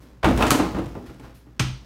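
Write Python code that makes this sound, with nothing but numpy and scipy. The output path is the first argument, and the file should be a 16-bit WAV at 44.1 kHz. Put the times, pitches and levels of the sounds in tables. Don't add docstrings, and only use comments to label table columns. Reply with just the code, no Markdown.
import sys
import numpy as np
from scipy import signal
from scipy.fft import rfft, irfft
from scipy.io import wavfile

SR = 44100
rng = np.random.default_rng(int(sys.argv[2]) if len(sys.argv) > 2 else 0)


def put_to_file(sound):
    columns = np.atleast_2d(sound).T
    safe = np.clip(columns, -1, 1)
    whole_steps = np.round(safe * 32767)
    wavfile.write(sys.argv[1], SR, whole_steps.astype(np.int16))


N = 81585
T = np.arange(N) / SR
BLOW_GAIN = np.sqrt(0.01 * SR)

# frequency in Hz, relative level in dB.
CLACK_TONE = [(100, -12), (400, 5), (800, 7), (1300, 3.5), (1900, -5), (3000, -11), (4500, -20.5),
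              (9000, -32.5), (16000, -43)]
# pitch in Hz, relative level in dB, fade time in seconds.
PANEL_NOTES = [(125, -5.5, 0.22), (190.9, -1.5, .3), (250.8, 0.5, .3), (309.7, -2.5, 0.4),
               (335.8, -8, 0.48), (801, -11.5, 0.2), (860, -12.5, 0.18), (1010, -22.5, .12)]


def amp(db):
    return 10 ** (np.asarray(db) / 20)


def unit(x):
    return x / np.sqrt(np.sum(x ** 2) + 1e-20)


def read(points, hz):
    listed_hz, value = np.transpose(points)
    return np.interp(np.log(hz + 1), np.log(listed_hz), value)


def add(mix, start_s, sound):
    part = mix[max(round(start_s * SR), 0):][:len(sound)]
    part += sound[:len(part)]


def colour(x, tone, tilt_db=0, size=4096):
    hz = abs(np.fft.fftfreq(size, 1 / SR))
    log_gain = np.log(amp(read(tone, hz) + tilt_db * np.log2(hz / SR + 1 / size)))
    response = np.exp(np.conj(signal.hilbert(log_gain)))
    taps = np.fft.ifft(response).real[:size // 2]
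    return signal.fftconvolve(x, unit(taps))[:len(x)]


def fade(t, fade_s):
    return np.exp(-np.log(1000) * t / fade_s)


def burst(tone, fade_s, rise_s=0):
    t = T[:SR // 4]
    shape = np.minimum((t + 1 / SR) / (rise_s + 1 / SR), 1) * fade(t, fade_s)
    noise = rng.choice([-1., 1.], len(t))
    return BLOW_GAIN * unit(colour(noise * shape, tone))


def ring(notes):
    t = T[:SR]
    return sum(amp(db) * fade(t, fade_s) * np.sin(2 * np.pi * hz * t) for hz, db, fade_s in notes)


def echoes(x, delay_s=0.003):
    # frequency in Hz, fade time in seconds.
    fade_times = [(60, 0.58), (130, 0.64), (260, 0.26), (700, 0.44), (1800, 0.41), (4800, 0.51),
                  (8000, 0.37), (13000, 0.31)]
    hz, t, bands = signal.stft(rng.standard_normal(SR), SR, nperseg=256)
    bands = bands * fade(t, read(fade_times, hz)[:, None])
    tail = signal.istft(bands, SR, nperseg=256)[1][:SR]
    onset = np.clip(T[:SR] / delay_s - 1, 0, 1)
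    return signal.fftconvolve(x, unit(tail * onset))[:N]


def room(x, echo_db=-4.5):
    out = amp(echo_db) * echoes(x)
    add(out, 0, x)
    return out


def background():
    # frequency in Hz, relative level in dB.
    air_tone = [(15, -50), (25, -19.5), (43, -27.5), (64, -22.5), (87, -33), (108, 1.5), (149, -2),
                (326, -11), (451, -13.5), (591, -24.5), (734, -39), (887, -21), (16000, -56.5)]
    # pitch in Hz, level in dB.
    hum_notes = [(59, -47.5), (121, -58)]
    spectrum = rfft(rng.standard_normal(N)) * amp(read(air_tone, np.fft.rfftfreq(N, 1 / SR)))
    air = amp(-57.5) * np.sqrt(N) * unit(irfft(spectrum, N))
    return air + sum(amp(db) * np.sin(2 * np.pi * (hz * T + rng.random())) for hz, db in hum_notes)


def rattle(clicks_per_s=700):
    # time in seconds, level in dB.
    levels = [(0, -48.5), (.04, -53), (.12, -56.5), (.225, -58), (.26, -35), (.34, -35.5), (.43, -24),
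              (.56, -40), (.68, -38.5), (.8, -42), (.92, -47), (1.08, -52), (1.17, -55.5), (1.26, -48),
              (1.4, -61.5), (1.85, -53.5)]
    # frequency in Hz, relative level in dB.
    click_tone = [(200, 18), (700, 7), (1500, 0.5), (3000, -7), (5500, -9.5), (9000, -16.5), (16000, -17.5)]
    clicks = rng.choice([-1., 1.], N) * (rng.random(N) < clicks_per_s / SR)
    loudness = amp(np.interp(T, *np.transpose(levels)))
    return room(colour(unit(clicks) * np.sqrt(N) * loudness, click_tone))


def net(rise_s=0.015):
    # start in seconds, level in dB, brightness in dB per octave.
    swishes = [(.01, -58, 2), (1.054, -47, -1), (1.224, -40.5, -4.5), (1.34, -54.5, 3.5)]
    # frequency in Hz, relative level in dB.
    cord_tone = [(500, 2), (1500, 6.5), (3000, 2), (5000, -1.5), (8000, -8), (10500, -7), (13000, -7),
                 (16000, -16)]
    out = np.zeros(N)
    shape = np.minimum(T / rise_s, 1) * fade(T, fade_s=0.29)
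    for start, db, tilt_db in swishes:
        rub = colour(rng.standard_normal(N), cord_tone, tilt_db)
        add(out, start, amp(db) * rub * shape)
    return room(out)


def backboard():
    # start in seconds, then thud, clack and tick levels in dB.
    contacts = [(0.031, -46.5, -61, -71), (0.2437, -32, -15, -35), (0.2556, -14, -20.5, -33),
                (0.278, -17, -27, -49), (.288, -16, -32, -37), (0.309, -19.5, -33, -43),
                (.3750, -21.5, -29, -33), (0.389, -25.5, -23, -43), (0.406, -36, -18, -39),
                (0.4232, -26.5, -21.5, -28.5), (.437, -23.5, -20, -48), (.453, -20.5, -24, -41),
                (0.467, -36, -30, -29), (0.48, -23.5, -27, -33.5), (0.5138, -17, -19.5, -21.5),
                (.546, -15, -24, -45), (.586, -22, -43, -34), (.595, -19.5, -21, -41),
                (.602, -20.5, -30.5, -41), (0.621, -25.5, -37, -60), (.648, -25.5, -28, -55),
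                (0.73, -26.5, -49.5, -57), (0.7466, -26, -31, -62), (.769, -24, -33, -58),
                (.786, -23.5, -32, -49), (.815, -29.5, -47, -57), (.858, -33, -48, -50),
                (.951, -31.5, -38.5, -80), (.962, -30.5, -72, -83), (1.000, -38.5, -69, -76),
                (1.039, -40, -62, -66), (1.096, -38, -47.5, -62), (1.144, -45, -73, -59),
                (1.1964, -40, -48, -55.5), (1.244, -46, -46.5, -63), (1.466, -46, -56.5, -76)]
    # frequency in Hz, relative level in dB.
    thud_tone = [(30, -31.5), (90, -1), (140, -3), (200, -1), (310, 5.5), (450, -6), (800, -16),
                 (1500, -35), (4000, -94)]
    tick_tone = [(300, -30.5), (1500, 6), (3000, 2.5), (5000, -5), (6500, -3.5), (9000, -5.5), (11000, -11),
                 (16000, -22.5)]
    out = np.zeros(N)
    for start, thud_db, clack_db, tick_db in contacts:
        thud = amp(thud_db) * burst(thud_tone, fade_s=0.099, rise_s=0.003)
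        clack = amp(clack_db) * burst(CLACK_TONE, fade_s=0.13, rise_s=0.00036)
        tick = amp(tick_db) * burst(tick_tone, fade_s=0.051)
        add(out, start, room(thud + clack + tick))
        add(out, start, amp(thud_db - 10) * panel())
    return out


def panel():
    notes = np.array([ring([note]) for note in PANEL_NOTES])
    return rng.standard_normal(len(notes)) @ notes


def hinge(start_s=0.229):
    out = np.zeros(N)
    add(out, start_s, amp(-22.5) * burst(CLACK_TONE, fade_s=0.05, rise_s=0.006))
    return room(out)


def door(rise_s=0.004):
    # pitch in Hz, relative level in dB, fade time in seconds.
    door_notes = [(55.6, -3.5, 0.9), (66, -0.5, 0.17), (124.6, -7.5, 0.73)]
    # start in seconds, level in dB.
    shoves = [(0.239, -16.5), (.345, -19), (.745, -25), (1.082, -36), (1.632, -26.5)]
    out = np.zeros(N)
    boom = ring(door_notes) * np.minimum(T[:SR] / rise_s, 1)
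    for start, db in shoves:
        add(out, start, amp(db) * boom)
    return out


def clanks():
    # start in seconds, level in dB.
    hits = [(0.245, -23), (0.4247, -20.5)]
    # frequency in Hz, relative level in dB.
    clank_tone = [(600, -27.5), (1500, 5.5), (2100, -5.5), (2750, 0.5), (3200, -8), (3700, -4.5),
                  (4400, -21), (9000, -28.5)]
    out = np.zeros(N)
    for start, db in hits:
        add(out, start, amp(db) * burst(clank_tone, fade_s=0.045))
    return room(out)


def rim(contact_s=0.000508, rebound_s=0.002, thump_delay_s=0.004, thump_rise_s=0.0081):
    # start in seconds, first touch in dB, rebound and buzz in dB above
    # that touch, then steel ring, thump and bracket levels in dB.
    snaps = [(0.5054, -23.5, 5, -1, -51, -16, -17), (1.5949, -29, 3.5, 10.5, -40, -14.5, -37.5)]
    # frequency in Hz, relative level in dB.
    snap_tones = [
        [(100, 2.5), (700, -4), (1400, 1.5), (2200, 3), (3500, -3.5), (4400, 3.5), (5000, -6), (6000, 0),
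         (8800, -2), (11000, -6), (13500, -6.5), (16000, -15)],
        [(100, 15), (700, -3.5), (1350, 0), (1900, -2), (2500, 0.5), (4300, -4), (5500, -6), (6300, -4.5),
         (7500, -14), (8800, -10), (10400, -23), (12000, -19), (16000, -32.5)],
    ]
    steel_hz = [1154, 1293, 1387, 1656, 1970, 2342, 2433, 2523, 3210, 3430, 4045, 4300, 5130, 6390]
    steel_db = [-4, 0, -1, -1, -5, -2, -4, -4, -4, -6, -6, -8, -6, -9]
    # pitch in Hz, relative level in dB, fade time in seconds.
    bracket_notes = [(1150, 7, 0.032), (1283, 2, 0.11), (1300, -6, .06)]
    thump_notes = [(141, 2, 0.066), (128.8, -12, 0.41), (59.3, -15.5, 0.59)]
    out, t = np.zeros(N), T[:SR // 4]
    steel = ring([(hz, db, 0.39) for hz, db in zip(steel_hz, steel_db)])
    low_thump = ring(thump_notes) * np.minimum(T[:SR] / thump_rise_s, 1)
    thump = amp(-16.5) * ring(PANEL_NOTES) - low_thump
    lag = contact_s * SR * np.linspace(1, 0, 257)
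    touch = irfft(np.exp(-1j * np.pi * np.cumsum(lag) / len(lag)))
    for (start, db, rebound_db, buzz_db, ring_db, thump_db, bracket_db), tone in zip(snaps, snap_tones):
        force, gain = np.zeros(len(t)), amp(db) * BLOW_GAIN
        buzz = unit(rng.choice([-1., 1.], len(t)) * fade(t, fade_s=0.07))
        add(force, 0, touch)
        add(force, rebound_s, amp(rebound_db) * touch)
        add(force, rebound_s, amp(buzz_db) * buzz)
        add(out, start, gain * amp(-0.5) * colour(force, tone))
        echo = np.linalg.norm(force) * colour(echoes(touch), tone)
        add(out, start + rebound_s, gain * amp(-3.5) * echo)
        add(out, start + rebound_s, amp(ring_db) * steel + amp(bracket_db) * ring(bracket_notes))
        add(out, start + thump_delay_s, room(amp(thump_db) * thump, echo_db=-8))
    return out


def scene():
    return (background() + rattle() + net() + backboard() + hinge() + door() + clanks() + rim())[None]


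def record(dry, low_hz=42.3, high_hz=15900):
    thinned = signal.sosfilt(signal.butter(2, low_hz, "high", fs=SR, output="sos"), dry)
    softened = thinned / (1 + thinned ** 4) ** 0.25
    treble_cut = signal.firwin(511, high_hz, window=("kaiser", 9), fs=SR)
    return signal.oaconvolve(softened, treble_cut[None], "same")


dry = scene()
out = record(dry)
put_to_file(out)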